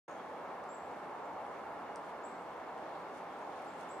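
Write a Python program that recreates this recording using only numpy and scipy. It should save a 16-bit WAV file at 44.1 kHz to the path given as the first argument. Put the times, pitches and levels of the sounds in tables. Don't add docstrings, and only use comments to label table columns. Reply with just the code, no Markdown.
import sys
import numpy as np
from scipy import signal
from scipy.io import wavfile

SR = 44100
rng = np.random.default_rng(int(sys.argv[2]) if len(sys.argv) > 2 else 0)


def wav_out(sig):
    wavfile.write(sys.argv[1], SR, np.round(np.clip(np.atleast_2d(sig).T, -1, 1) * 32767).astype(np.int16))


N = 176400
TIME = np.arange(N) / SR

# frequency in Hz, likeness of the ears from 0 to 1.
EAR_LIKENESS = [(60, .92), (270, .9), (740, .87), (1220, .8), (2010, .58), (3330, .17), (5500, .03),
                (15000, 0.0)]
# frequency in Hz, left minus right in dB.
EAR_BALANCE = [(200, -1.9), (380, -2.3), (700, -0.27), (1290, 0.0), (2380, -1.8), (4400, -1.7),
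               (15000, -1.0)]
# frequency in Hz, relative noise density in dB.
RUSH_COLOUR = [(25, -44), (40, -40), (52, -38), (65, -27), (83, -18.5), (105, -21), (135, -18.5),
               (172, -11), (200, -12.5), (260, -6), (330, -6), (450, -4.5), (620, -1.13), (830, -0.1),
               (1000, -2.5), (1400, -9), (1700, -14.5), (2000, -17.5), (2600, -24.5), (3200, -30),
               (4200, -36), (6000, -48)]
# pitch in Hz, width in Hz, level against the rush in dB.
WATER_HOLLOWS = [(822, 45, -14), (176, 12, -23.5), (87, 10, -35)]
# time in seconds, gain in dB.
FLOW_RIDE = [(.1, -45.5), (.3, -45.5), (.5, -45.5), (.72, -46), (1.05, -45.5), (1.15, -45), (1.33, -46),
             (1.57, -44.5), (1.76, -45.5), (1.88, -45), (2.2, -45.5), (2.46, -46), (2.7, -45.7),
             (2.92, -45), (3.05, -46), (3.47, -45.5), (3.78, -45), (3.93, -45)]
# time in seconds, level in dB.
MID_SURGE = [(.2, -47), (.4, -46), (.51, -44), (.74, -46), (.9, -45.5), (1.02, -45.8), (1.29, -43),
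             (1.57, -45), (1.78, -44.5), (1.88, -45), (2.47, -46), (2.78, -45), (2.93, -44.6), (3.1, -46.5),
             (3.48, -44.5), (3.79, -46.5), (3.92, -45)]
# frequency in Hz, relative noise density in dB.
HISS_COLOUR = [(1500, -8), (3500, 0.5), (5500, 0), (7000, -1.5), (8700, -4.5), (10500, -6), (13000, -11),
               (15500, -13)]
# start in seconds, length in seconds, top pitch in Hz, rise in Hz, swell in dB,
# level at the top before the direct and echo gains in dB, left minus right in dB.
BIRD_CALLS = [(0.06, 0.054, 6650, 250, 6, -65, 5), (0.148, 0.058, 3350, 202, 4, -68, 2),
              (0.313, 0.084, 3380, 200, 4, -70.5, 0), (0.688, 0.068, 7670, 430, 2, -59.5, -1),
              (.885, .025, 7250, 750, 4, -75, 0), (1.228, 0.034, 7500, 800, 2, -75, 2),
              (1.851, 0.054, 2890, 120, 6, -66, 3), (2.233, 0.034, 7900, 950, 13, -53.5, 2),
              (3.392, .06, 7000, 750, 2, -76, 0), (3.67, 0.039, 7670, 400, -1, -66.5, 2),
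              (3.888, 0.032, 7920, 900, 8, -55, 2)]
# start in seconds, end in seconds.
FOCUS_SPELLS = [(.09, .41), (1.35, 1.66), (1.84, 1.95), (2.35, 2.46), (2.83, 2.94), (3.35, 3.45),
                (3.83, 3.93)]
# peak in seconds, half width in seconds, level in dB.
FINGER_SLIDES = [(.18, .01, -74), (0.297, .01, -78), (1.01, 0.027, -77), (1.543, .07, -80),
                 (2.08, 0.044, -73), (3.175, 0.037, -69), (3.42, .04, -80), (3.633, 0.076, -72),
                 (3.81, 0.038, -68), (3.896, .02, -71)]
# frequency in Hz, relative noise density in dB.
FINGER_COLOUR = [(1500, 2), (3500, 4), (5000, -2), (7000, 1.5), (9000, 2.5), (11000, -7), (15000, -23)]
# start in seconds, strength of the hit in dB.
CASE_HITS = [(.6398, -55), (1.4654, -58), (1.9592, -40.5), (2.4215, -59), (2.7785, -59), (2.789, -60),
             (3.391, -58)]
# pitch in Hz, gain in dB, seconds to fade by 60 dB.
CASE_MODES = [(4850, -6, 0.0056), (5600, -2.5, 0.0043), (6400, -12, .004), (7900, -6, .003),
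              (8700, -8, 0.0044), (9600, -29, .003)]
# low and high edge in Hz, gain in dB, seconds to fade by 60 dB.
CASE_AFTER_RING = [(7900, 9300, -27, .21), (4700, 6200, -27, .12)]
# frequency in Hz, relative noise density in dB.
SLEEVE_COLOUR = [(1500, 5), (3000, 5.5), (4500, -3), (6000, -6), (9000, -19)]


def from_db(db):
    return 10 ** (np.asarray(db) / 20)


def unit_rms(x):
    return x / np.sqrt(np.mean(x ** 2) + 1e-20)


def at_hz(points, hz):
    hzs, values = np.transpose(points)
    return np.interp(np.log(hz), np.log(hzs), values)


def pan(db):
    return from_db(np.array([[db], [-db]]) / 2)


def drift(rate_hz):
    pole = np.exp(-80 * np.pi * rate_hz / SR)
    slow = signal.lfilter([1], [1, -2 * pole, pole * pole], rng.standard_normal(N // 40 + 2002))[2000:]
    return np.interp(np.arange(N) / 40, np.arange(len(slow)), unit_rms(slow))


def band(x, low_hz, high_hz, order=2):
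    edges = [low_hz, min(high_hz, .45 * SR)]
    return signal.sosfilt(signal.butter(order, edges, "band", fs=SR, output="sos"), x)


def ring(hits, hz, t60):
    r, w = np.exp(-np.log(1000) / (t60 * SR)), 2 * np.pi * hz / SR
    return signal.lfilter([0, np.sin(w)], [1, -2 * r * np.cos(w), r * r], hits + 1e-18)


def coloured_noise(colour, flicker_db):
    out, edges = 0, 22 * 2 ** (np.arange(30) / 3)
    white = rng.standard_normal((2, 2, N))
    for k, (low, high) in enumerate(zip(edges, edges[1:])):
        hz, flicker = np.sqrt(low * high), drift(11)
        if high < colour[0][0] or low > colour[-1][0]:
            continue
        mid, side = band(white[k % 2], low, high)
        alike = at_hz(EAR_LIKENESS, hz)
        gain = from_db(at_hz(colour, hz) + flicker_db * flicker) * pan(at_hz(EAR_BALANCE, hz))
        out = out + gain * (np.sqrt(1 + alike) * mid + np.sqrt(1 - alike) * side * [[1], [-1]])
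    return unit_rms(out)


def bubbles(per_s=1000, cycles=24, low_hz=424, high_hz=1208, spread_db=1.5):
    strengths = from_db(spread_db * np.minimum(rng.exponential(1, N), 4)) * rng.choice([-1, 1], N)
    births = strengths * (rng.random(N) < per_s / SR)
    pitches, pitch_index = np.geomspace(low_hz, high_hz, 20), rng.integers(0, 20, N)
    pings = sum(ring(births * (pitch_index == k), hz, cycles / hz) for k, hz in enumerate(pitches))
    return unit_rms(band(pings, low_hz / 2, high_hz * 2))


def hollows():
    out = 0
    for hz, width_hz, db in WATER_HOLLOWS:
        drone = ring(rng.standard_normal(N), hz, t60=np.log(1000) / (np.pi * width_hz))
        out += from_db(db) * unit_rms(band(drone, hz - 2 * width_hz, hz + 2 * width_hz))
    return out


def river(surge_depth=1.3, right_lag_s=.00004):
    water = coloured_noise(RUSH_COLOUR, flicker_db=.57) + from_db(-13) * bubbles() + hollows()
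    flow_db = np.interp(TIME, *np.transpose(FLOW_RIDE))
    surge_db = np.interp(TIME, *np.transpose(MID_SURGE)) - flow_db
    mid_lift = from_db(surge_depth * (surge_db - np.mean(surge_db))) - 1
    mids = band(water, 600, 1090, order=1)
    left, right = (water + mid_lift * mids) * from_db(flow_db)
    return np.array([left, np.interp(TIME - right_lag_s, TIME, right)])


def hiss():
    return from_db(-73) * coloured_noise(HISS_COLOUR, flicker_db=1)


def camera_whine(whine_hz=2187.5, focus_hz=10697, waver_hz=1.87, ramp_s=.02):
    def tone(hz):
        return np.sqrt(2) * np.sin(2 * np.pi * np.cumsum(hz + waver_hz * drift(6.1)) / SR)
    running = sum(np.clip(np.minimum(TIME - start, end - TIME) / ramp_s, 0, 1)
                  for start, end in FOCUS_SPELLS)
    whine = from_db(-76.5) * pan(-6) * tone(whine_hz)
    motor = from_db(-95) * pan(-8) * running * tone(focus_hz)
    return whine + motor


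def birds(attack_s=.003, release_s=.0054, flick_hz_per_s=300000):
    out = np.zeros((2, N))
    waver_hz, flutter_db = 59 * drift(152), 2.5 * drift(110)
    for start, length, top_hz, rise_hz, swell_db, db, pan_db in BIRD_CALLS:
        t = TIME - start
        below_top = (1 - np.clip(t / length, 0, 1)) ** 1.5
        flick_hz = flick_hz_per_s * np.clip(t - length, 0, release_s)
        hz = top_hz - rise_hz * below_top - flick_hz + waver_hz
        envelope = np.clip(t / attack_s, 0, 1) * np.clip(1 + (length - t) / release_s, 0, 1)
        gain = pan(pan_db) * from_db(db - swell_db * below_top + flutter_db)
        out += gain * envelope * np.sin(2 * np.pi * np.cumsum(hz) / SR)
    return out


def among_trunks(calls, echoes_per_s=1400, t60=.56, direct_db=-4.5, echo_db=-2.5):
    echoes = rng.standard_normal((2, SR)) * (rng.random((2, SR)) < echoes_per_s / SR)
    echoes *= from_db(-60 * TIME[:SR] / t60)
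    echoes /= np.sqrt(np.sum(echoes ** 2, axis=1, keepdims=True))
    scattered = signal.fftconvolve(calls, echoes, axes=1)[:, :N]
    return from_db(direct_db) * calls + from_db(echo_db) * scattered


def finger_rubs():
    pressure = sum(from_db(db) * np.exp(-.5 * ((TIME - peak) / half_width) ** 2)
                   for peak, half_width, db in FINGER_SLIDES)
    grain = from_db(2.6 * drift(120))
    return pressure * unit_rms(grain * coloured_noise(FINGER_COLOUR, flicker_db=1))


def case_clicks(rebound_s=.0008, rebound_db=-18, snap_band_hz=(4770, 10900)):
    hits, t = np.zeros(N), TIME[:SR // 4]
    for start, db in CASE_HITS:
        hits[int(start * SR)] += from_db(db)
        hits[int((start + rebound_s) * SR)] += from_db(db + rebound_db)
    body = sum(from_db(db) * ring(hits, hz, t60) for hz, db, t60 in CASE_MODES)
    snap = band(band(body, *snap_band_hz), *snap_band_hz)
    tail = 0
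    for low, high, db, t60 in CASE_AFTER_RING:
        noise = unit_rms(band(rng.standard_normal((2, len(t))), low, high))
        tail += from_db(db - 60 * t / t60) * noise
    return snap + signal.fftconvolve(hits[None], tail, axes=1)[:, :N]


def sleeve(peak_s=3.5, half_width_s=1):
    swell = np.exp(-.5 * ((TIME - peak_s) / half_width_s) ** 2)
    return from_db(-68.5) * swell * coloured_noise(SLEEVE_COLOUR, flicker_db=4)


def scene():
    outdoors = hiss() + river() + among_trunks(birds())
    return outdoors + case_clicks() + finger_rubs() + sleeve() + camera_whine()


def record(dry, start_s=.0813, fade_s=.0047, stop_hz=16100):
    fade_in = np.clip((TIME - start_s) / fade_s + .5, 0, 1)
    return signal.sosfilt(signal.cheby2(20, 60, stop_hz, fs=SR, output="sos"), dry * fade_in)


dry = scene()
out = record(dry)
wav_out(out)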